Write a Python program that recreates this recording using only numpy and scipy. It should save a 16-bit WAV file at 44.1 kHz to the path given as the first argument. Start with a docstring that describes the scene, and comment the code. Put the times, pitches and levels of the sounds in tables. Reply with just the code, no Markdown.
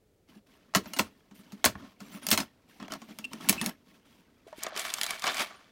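"""A plastic toolbox with metal latches, handled close by on a table in a small furnished room.
Fingers rub the shell and the latches are snapped and flipped: each impact excites the modes of plastic
and steel as a crack, the hollow box thumps, and small metal parts tinkle. A pivot squeaks twice by
stick-slip friction. Then the lid swings up, and the screws and terminals in its compartments
slide and tumble."""
import sys
import numpy as np
from scipy import signal
from scipy.fft import rfft, irfft
from scipy.io import wavfile
from scipy.ndimage import uniform_filter1d

SR = 44100
rng = np.random.default_rng(int(sys.argv[2]) if len(sys.argv) > 2 else 0)


def materialize(psi):
    """Save the field psi as 16-bit PCM at rate SR to the path in sys.argv[1].

    A 1-D psi becomes a single channel; in a 2-D psi each row is a channel.
    """
    bounded = np.clip(np.atleast_2d(psi).T, -1, 1)
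    quanta = np.round(bounded * 32767).astype(np.int16)
    wavfile.write(sys.argv[1], SR, quanta)


N = 252095
TIME = np.arange(N) / SR
# lower edges of the three registers (body, crack, snap) and upper edge of the last
BODY_HZ, CRACK_HZ, SNAP_HZ, TOP_HZ = 354, 1750, 7000, 16000

# modes of the plastic shell: pitch_hz, width_hz, gain_db
SHELL_MODES = [(635, 55, 2), (936, 40, -2), (1079, 40, 1), (1329, 36, -3), (1810, 40, -5), (2150, 150, -7),
               (2670, 120, -7), (3025, 50, -3), (3342, 45, -2)]
# natural frequencies of the loose screws and terminals: pitch_hz
PART_PITCHES_HZ = [6070, 5770, 7650, 7360, 8600, 9530, 9700, 9440, 10780, 12600, 12650, 13900, 14300, 15300]


def undb(db):
    """Amplitude ratio of a level in decibels."""
    return 10 ** (np.asarray(db) / 20)


def unit(x):
    """Normalisation to an rms of 1."""
    return x / np.sqrt(np.mean(x ** 2))


def fade(t, t60):
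    """Exponential free decay, 60 dB down after t60 seconds."""
    return np.exp(-np.log(1000) * t / max(t60, 1e-3))


def add(out, start_s, sound):
    """Superposition: a sound is summed in from its start time."""
    i = max(int(start_s * SR), 0)
    out[i:i + len(sound)] += sound[:max(len(out) - i, 0)]


def band(x, low_hz, high_hz, order=3):
    """Band-pass filtering, scaled to keep the rms of white noise."""
    high_hz = min(high_hz, .45 * SR)
    sos = signal.butter(order, [low_hz, high_hz], "band", fs=SR, output="sos")
    return signal.sosfilt(sos, x) * np.sqrt(SR / 2 / (high_hz - low_hz))


def soften(x, cut_hz, order):
    """Contact time limits bandwidth: a softer, longer contact acts as a low-pass."""
    return signal.sosfilt(signal.butter(order, min(cut_hz, .45 * SR), fs=SR, output="sos"), x)


def registers(body, crack, snap):
    """Forced vibration: three forces drive the low, middle and high modes of a panel."""
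    return band(body, BODY_HZ, CRACK_HZ) + band(crack, CRACK_HZ, SNAP_HZ) + band(snap, SNAP_HZ, TOP_HZ)


def resonate(x, modes, direct_db):
    """Resonance: a few peaks stand out of the flat response of a panel's overlapping modes."""
    peaks = sum(undb(db) * signal.lfilter(*signal.iirpeak(hz, hz / width_hz, fs=SR), x)
                for hz, width_hz, db in modes)
    return undb(direct_db) * x + peaks


def ping(hz, t60, swell_s):
    """A damped oscillator: one mode builds up, then decays freely."""
    t = TIME[:SR // 3]
    swell = 1 - np.exp(-(t / swell_s) ** 2)
    return fade(t, t60) * swell * np.sin(2 * np.pi * hz * t)


def damped(db, light_t60, halving_db):
    """Contact damping: the ring time is light_t60 at -40 dB and halves with each halving_db more."""
    firmness_db = max(db + 40, -6)
    return light_t60 * .5 ** (firmness_db / halving_db)


def grains(rate_hz, spread_db, tail_db, tail_t60):
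    """Shot noise: dense, uneven micro-impacts give one envelope to three independent forces."""
    sizes = undb(spread_db * np.minimum(rng.exponential(size=N), 4))
    impacts = sizes * (rng.random(N) < rate_hz / SR)
    t = TIME[:SR // 10]
    grain_power = fade(t, .008) ** 2 + (undb(tail_db) * fade(t, tail_t60)) ** 2
    power = np.abs(signal.fftconvolve(impacts ** 2, grain_power)[:N])
    return np.sqrt(power / power.mean()) * rng.standard_normal((3, N))


def tinkles(pitches_hz, count, spread_db, t60):
    """Random impacts: each sets one mode ringing near one of the given pitches."""
    out = np.zeros(N)
    for when, which, size, detune in rng.random((count, 4)):
        hz = pitches_hz[int(which * len(pitches_hz))] * (1 + .02 * (detune - .5))
        add(out, when * N / SR, undb(spread_db * size) * ping(hz, t60, swell_s=0.000052))
    return unit(out)


def contact_levels(db, hardness_db):
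    """Hardness tilts an impact's spectrum from body to snap; returns body, crack and snap in dB."""
    return db - 5.5 - hardness_db, db, db - 3.5 + hardness_db


def blow(ring_db, contact_t60, ring_t60):
    """Impact excitation: a short burst, then the dense ring of the panel builds up and dies."""
    t = TIME[:SR // 4]
    burst = fade(t, contact_t60)
    burst /= np.sqrt(np.mean(burst[:SR // 250] ** 2))  # rms 1 over the first 4 ms
    ring = undb(ring_db) * fade(t, ring_t60) * (1 - np.exp(-t / 0.0014))
    # reflections from ribs and edges give every contact point its own colour
    paths = np.zeros(SR // 300)
    paths[0] = 1
    paths[rng.integers(8, len(paths), size=6)] = .19 * rng.choice([-1, 1], size=6)
    vibration = np.hypot(burst, ring) * rng.choice([-1., 1.], len(t))
    return np.convolve(vibration, paths / np.linalg.norm(paths))


def air():
    """Stationary background noise: the faint rumble and hiss of a quiet room."""
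    # noise spectrum: frequency_hz, relative_density_db
    spectrum = [(15, -26), (25, 0.5), (82, 5.5), (170, 2), (326, -0.5), (439, 3.5), (988, -15.5),
                (1100, -19.5), (1230, -15.5), (10700, -25), (14000, -26), (16000, -24.5)]
    hz, db = np.transpose(spectrum)
    log_hz = np.log(np.fft.rfftfreq(N, 1 / SR) + 1)
    gain = undb(np.interp(log_hz, np.log(hz), db))
    noise = irfft(rfft(rng.standard_normal(N)) * gain, N)
    return undb(-68.5) * unit(noise)


def pressure():
    """Incoherent strokes add in power as each grips, holds and lets go; returns overall and treble gain."""
    # fingers and latches stroke the shell: start_s, length_s, level_db, relative_treble_db
    strokes = [(0.275, 0.099, -62, -8.5), (0.459, 0.11, -65.5, -7), (.58, 0.21, -70.5, -17),
               (0.827, 0.15, -55, -9.5), (1.004, 0.067, -53.5, -11.5), (1.08, .12, -73.5, -3),
               (1.339, 0.074, -63, -0.5), (1.424, 0.5, -63, -9), (1.643, 0.051, -41, -16),
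               (1.774, 0.094, -53, -20.5), (1.99, 0.12, -57, -7.5), (2.112, 0.063, -49, -6.5),
               (2.212, .13, -50, -8), (2.372, 0.044, -36.5, -13), (2.675, 0.11, -63, -5),
               (2.791, 0.065, -49, -21), (2.893, 0.061, -44.5, -15), (2.978, 0.53, -62, -6.5),
               (3.079, 0.029, -50, -14), (3.305, 0.079, -51.5, -14), (3.398, 0.18, -45, -11.5),
               (3.603, 0.09, -40.5, -18), (3.849, 0.13, -64.5, -7), (4.043, 0.16, -66, -6)]
    # the hand resting on the box: start_s, length_s, level_db, relative_treble_db
    resting_hand = (.5, 6, -70, -11.5)
    power = np.zeros((2, N))
    for start, length, db, treble_db in strokes + [resting_hand]:
        t = TIME - start
        attack = np.clip(t / 0.013, 0, 1)
        release = fade(np.clip(t - length, 0, 1), t60=0.13)
        power += (undb([[db], [db + treble_db]]) * attack * release) ** 2
    return np.sqrt(power)


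def rubbing():
    """Sliding friction of fingers on the shell: grit, creaks, a hollow murmur and a jingle from inside."""
    body, crack, snap = grains(rate_hz=1300, spread_db=2.2, tail_db=-9, tail_t60=.08)
    press, bright = pressure()
    middle = np.sqrt(press * bright)
    grit = registers(undb(-8) * press * body,
                     undb(1.5) * middle * soften(crack, cut_hz=5100, order=2),
                     undb(-4) * bright * snap)
    hollow = undb(-0.5) * press * band(rng.standard_normal(N), 175, 290, order=2)
    creak_pitches_hz = np.geomspace(480, 3300, num=24)
    creaks = undb(-6) * press * tinkles(creak_pitches_hz, count=1800, spread_db=20, t60=.03)
    shaken = bright * np.minimum(bright / undb(-64.5), 1)  # a light touch barely stirs the parts
    jingle = undb(-4) * shaken * tinkles(PART_PITCHES_HZ, count=1400, spread_db=12, t60=.1)
    return resonate(grit, SHELL_MODES, direct_db=-1.5) + hollow + creaks + jingle


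def box_thumps():
    """Low modes of the wide panels swell slowly after a push; the coupled table answers lower down."""
    # pushes on the hollow box: start_s, level_db, pitch_hz
    pushes = [(.286, -54, 239), (0.361, -45, 207), (.762, -16, 191), (.865, -39, 210), (0.968, -34.5, 267),
              (0.999, -21.5, 212), (1.314, -44, 202), (1.393, -45, 204), (1.53, -35, 202.5),
              (1.655, -22.5, 232.6), (1.752, -38, 199), (1.818, -45, 227), (2.015, -37.5, 201),
              (2.072, -43.5, 208), (2.148, -33, 203), (2.282, -37, 202), (2.321, -19, 220),
              (2.378, -47, 223), (2.404, -36.5, 221), (2.819, -33.5, 219), (2.923, -56, 224.5),
              (3.019, -42.5, 223), (3.101, -40, 220), (3.191, -41, 211), (3.251, -44.5, 252),
              (3.41, -48, 228), (3.336, -32.5, 222), (3.495, -17.5, 203.5), (3.617, -25, 220),
              (3.664, -29.5, 204)]
    # firm pushes rock the box on the table: start_s, level_db
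    rocks = [(0.761, -23.5), (.998, -27), (1.655, -19), (1.753, -28), (2.319, -16), (3.505, -24)]
    heave, walls, table = np.zeros((3, N))
    t = TIME[:SR // 3]
    swell = 1 - np.exp(-t / 0.00067)
    for start, db, hz in pushes:
        t60 = damped(db, light_t60=.12, halving_db=35.5)  # a hand that pushes harder damps more
        panels = ping(hz, t60, swell_s=0.0045) + undb(-10.5) * ping(1.38 * hz, t60, swell_s=0.0052)
        add(heave, start - .002, undb(db + 3) * panels)
        add(walls, start, undb(db - 1) * swell * fade(t, 0.19) * rng.standard_normal(len(t)))
    for start, db in rocks:
        add(table, start, undb(db) * swell * fade(t, 0.28) * rng.standard_normal(len(t)))
    rumble = undb(-20) * band(table, 62, 110, order=2)
    return heave + rumble + undb(-16) * band(walls, 180, 440)


def latches():
    """Hard, brief impacts are broadband and excite the modes of both plastic shell and steel latch."""
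    # latch and shell contacts: start_s, level_db, hardness_db, relative_ring_db
    contacts = [(0.738, -52.5, -12, 3.5), (0.749, -24, -3, 1.5), (.7558, -27.5, -5, -24),
                (0.76, -27, 3, -15), (.7695, -31.5, -2.5, -3), (.858, -52.5, -9, -1),
                (0.9349, -37, -1, -7.5), (0.964, -45.5, -1.5, 8.5), (0.9881, -33, 2.5, 7),
                (0.9942, -23, -8, -9.5), (1.311, -64, -6.5, 1), (1.521, -52.5, 0, 0),
                (1.6425, -21.5, -6, -2.5), (1.6511, -23, 9.5, -9), (1.6582, -19, -2.5, -4.5),
                (1.754, -62.5, -25, -8), (2.004, -51, -5.5, -1), (2.267, -32, 6, -10),
                (2.287, -30.5, 1.5, -3), (2.305, -34.5, 10.5, -4), (2.314, -21, 5, -0.5),
                (2.327, -28, 0.5, 6), (2.3757, -26.5, 1, -0.5), (2.403, -33.5, 0.5, -3),
                (2.8, -55.5, -13, -1.5), (2.827, -51, -11, -12), (2.881, -47.5, -8.5, -20),
                (2.921, -37, -5, -7.5), (2.937, -38.5, -4, -16), (3.018, -49.5, -7, -4),
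                (3.187, -41, 0, -6), (3.333, -41.5, -1.5, -14.5), (3.488, -24.5, 5.5, -0.5),
                (3.4944, -20, 7, -6), (3.527, -31.5, -0.5, -3.5), (3.6138, -30, -0.5, -8.5),
                (3.642, -43.5, 4, 1), (3.661, -31, 6.5, -7), (3.694, -44, 6, -19),
                (4.528, -60.5, -18.5, -10)]
    # modes of the steel latch: pitch_hz, width_hz, gain_db
    steel_modes = [(4110, 42, -2), (4296, 42, -3), (5486, 34, 0), (6590, 42, -1), (7970, 42, -1),
                   (8355, 42, -1), (9640, 140, -4), (10880, 42, 0)]
    body, crack, snap = np.zeros((3, N))
    for start, db, hardness_db, ring_db in contacts:
        body_db, crack_db, snap_db = contact_levels(db, hardness_db)
        add(body, start, undb(body_db) * blow(ring_db + 2, contact_t60=0.025, ring_t60=0.097))
        add(crack, start, undb(crack_db) * blow(ring_db, contact_t60=0.013, ring_t60=0.093))
        add(snap, start, undb(snap_db) * blow(ring_db - 4, contact_t60=0.012, ring_t60=0.11))
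    return resonate(registers(body, crack, snap), SHELL_MODES + steel_modes, direct_db=-0.5)


def metal_pings():
    """Free vibration of single metal parts; one pressed hard against its neighbour is damped sooner."""
    # struck parts: start_s, pitch_hz, level_db
    strikes = [(.872, 14400, -50), (.936, 9040, -47), (.936, 9540, -41.5), (0.936, 2870, -35),
               (.969, 10700, -59), (.969, 13600, -47.5), (2.23, 9680, -46), (2.267, 4800, -35),
               (2.288, 6100, -37.5), (2.316, 4040, -31.5), (2.377, 10000, -43), (2.404, 5140, -33.5),
               (3.247, 2700, -43), (3.494, 9680, -25), (3.494, 2360, -12), (3.497, 10100, -32.5),
               (3.613, 9640, -28), (3.661, 10700, -33), (3.661, 12240, -46), (5.43, 10200, -50),
               (5.558, 9560, -62)]
    out = np.zeros(N)
    for start, hz, db in strikes:
        t60 = damped(db, light_t60=.1, halving_db=11)
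        add(out, start, undb(db) * ping(hz, t60, swell_s=0.00096))
    return out


def pivot_squeaks():
    """Stick-slip oscillation: a tone of wavering pitch and strength, with weak harmonics and scratch."""
    # squeaks of a latch pivot: start_s, length_s, pitch_hz, level_db
    squeaks = [(3.2409, 0.013, 2756, -34), (3.579, 0.03, 2590, -37.5), (3.596, 0.036, 2585, -46)]
    out, t = np.zeros(N), TIME[:SR // 10]
    for start, length, hz, db in squeaks:
        waver, slip = (unit(uniform_filter1d(rng.standard_normal(len(t)), size=70)) for _ in range(2))
        phase = 2 * np.pi * np.cumsum(hz * (1 + .035 * waver)) / SR
        grip = np.minimum(t / .003, 1) * fade(np.maximum(t - length, 0), 0.016)
        overtones = undb(-23) * np.sin(2 * phase) + undb(-22) * np.sin(3 * phase)
        scratch = undb(-19) * band(rng.standard_normal(len(t)), 2200, 9000, order=1)
        tone = (np.sin(phase) + overtones) * undb(3 * slip)
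        add(out, start, undb(db) * grip * unit(tone + scratch))
    return out


def sliding():
    """Spectral tilt of the sliding, where less treble means more body; returns body, crack, snap gains."""
    # parts slide as the lid rises and as it falls back: time_s, level_db, relative_treble_db
    slide = [(4.45, -76, -13.5), (4.48, -57.5, -8.5), (4.54, -66.5, -15), (4.589, -47, -4.5),
             (4.65, -44, -28), (4.69, -48, -7), (4.715, -56, -44), (4.77, -36.5, -8.5), (4.86, -35, -9),
             (4.925, -41.5, -10.5), (5.01, -40, -4.5), (5.11, -36, -12), (5.17, -42, -11.5),
             (5.21, -51.5, -10), (5.232, -41.5, -10), (5.25, -33.5, -9), (5.285, -27, -22),
             (5.33, -36, -12.5), (5.419, -28.5, -10.5), (5.47, -46.5, -14), (5.55, -54, -21),
             (5.72, -66.5, -15.0)]
    when, db, treble_db = np.transpose(slide)
    level = np.interp(TIME, when, db, left=-120)
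    treble = np.interp(TIME, when, treble_db)
    return undb([level - 11 - 0.44 * treble, level - 2.5, level + 7.5 + treble])


def loose_parts():
    """Friction and collisions of screws and terminals excite the compartments of the tilting lid."""
    # parts hit the compartment walls: start_s, level_db, hardness_db
    tumbles = [(4.6295, -39.5, 9), (4.6346, -34.5, 21), (4.6654, -31.5, -4), (4.763, -33, 3),
               (4.775, -30, 9), (4.795, -32.5, 14), (4.85, -35, 3), (4.902, -35.5, 5), (4.9389, -26.5, 13),
               (4.9841, -34.5, 1), (5.0128, -25, 8), (5.033, -27.5, 14), (5.0408, -31.5, 13.5),
               (5.0643, -32.5, 10), (5.107, -26, 8.5), (5.1952, -40.5, 12.5), (5.221, -35.5, 8.5),
               (5.24, -26, -3.5), (5.268, -26.5, -3), (5.277, -26, 2), (5.344, -32, 6.5), (5.369, -32, 2),
               (5.408, -30, -3), (5.5072, -52.5, -13)]
    # modes of the lid compartments: pitch_hz, width_hz, gain_db
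    lid_modes = [(662, 64, -2), (1130, 94, -2), (1750, 83, -7.5), (2266, 45, 2), (2740, 27, -12.5),
                 (3120, 68, -2.5), (3460, 110, -3), (4670, 130, -5.5)]
    body_gain, crack_gain, snap_gain = sliding()
    low, middle, high = grains(rate_hz=1000, spread_db=2.8, tail_db=-12, tail_t60=.08)
    body = undb(-1.5) * body_gain * low
    crack = undb(2) * crack_gain * soften(middle, cut_hz=4100, order=1)
    snap = undb(-1) * snap_gain * high
    for start, db, hardness_db in tumbles:
        body_db, crack_db, snap_db = contact_levels(db, hardness_db)
        add(body, start, undb(body_db) * blow(ring_db=-5, contact_t60=.03, ring_t60=0.16))
        add(crack, start, undb(crack_db) * blow(ring_db=-14, contact_t60=.016, ring_t60=.07))
        clink = blow(ring_db=-17, contact_t60=.011, ring_t60=.07)
        add(snap, start, undb(snap_db + 3) * soften(clink, cut_hz=7000, order=1))
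    clatter = soften(registers(body, crack, snap), cut_hz=5500, order=1)
    hollow = undb(-12) * band(body, 200, 360, order=2)
    # pieces tap the plastic with a short, low note and each other with a longer, high one
    tap_pitches_hz = np.geomspace(1200, 4200, num=30)
    taps = undb(-6) * crack_gain * tinkles(tap_pitches_hz, count=2500, spread_db=22, t60=.018)
    jingle = undb(-16) * snap_gain * tinkles(PART_PITCHES_HZ, count=2500, spread_db=14, t60=.035)
    return resonate(clatter + taps, lid_modes, direct_db=-1) + hollow + jingle


def lid_knocks():
    """Soft impacts each ring one low, damped mode as the lid comes free and when it falls back."""
    # hollow knocks of the lid: start_s, level_db, pitch_hz, t60_s
    knocks = [(4.467, -41, 416, 0.023), (4.478, -48, 660, 0.073), (4.527, -40, 622, 0.051),
              (4.583, -36, 310, 0.016), (4.664, -41, 442, 0.047), (4.724, -39, 620, 0.061),
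              (4.762, -40.5, 404, 0.053), (5.287, -59, 99, 0.18)]
    out = np.zeros(N)
    for start, db, hz, t60 in knocks:
        add(out, start, undb(db + 4) * ping(hz, t60, swell_s=0.0008))
    return out


def radiation_gap(x):
    """Radiation is weak between the slow heave of the box and the first mode of its shell."""
    gap_hz, width_hz = 490, 90
    return signal.lfilter(*signal.iirnotch(gap_hz, gap_hz / width_hz, fs=SR), x)


def room(x):
    """Reverberation: convolution with the short, dull tail of a small furnished room."""
    t = TIME[:SR * 3 // 4]
    low = undb(5) * band(rng.standard_normal(len(t)), 60, 900, order=1) * fade(t, 0.17)
    high = undb(7.5) * band(rng.standard_normal(len(t)), 1500, 4300, order=1) * fade(t, 0.22)
    tail = (low + high) * np.minimum(t / .015, 1)
    return undb(-28) * signal.fftconvolve(x, tail / np.sqrt(np.sum(tail ** 2)))[:N]


def scene():
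    """Superposition of the toolbox, its reverberation and the background noise in one channel."""
    shell = radiation_gap(latches() + rubbing() + loose_parts())
    toolbox = shell + box_thumps() + metal_pings() + pivot_squeaks() + lid_knocks()
    return (toolbox + room(toolbox) + air())[None]


def record(dry):
    """Band limiting: a steep low-pass removes the treble above TOP_HZ."""
    return signal.sosfilt(signal.ellip(10, .2, 70, TOP_HZ, fs=SR, output="sos"), dry)


dry = scene()
out = record(dry)
materialize(out)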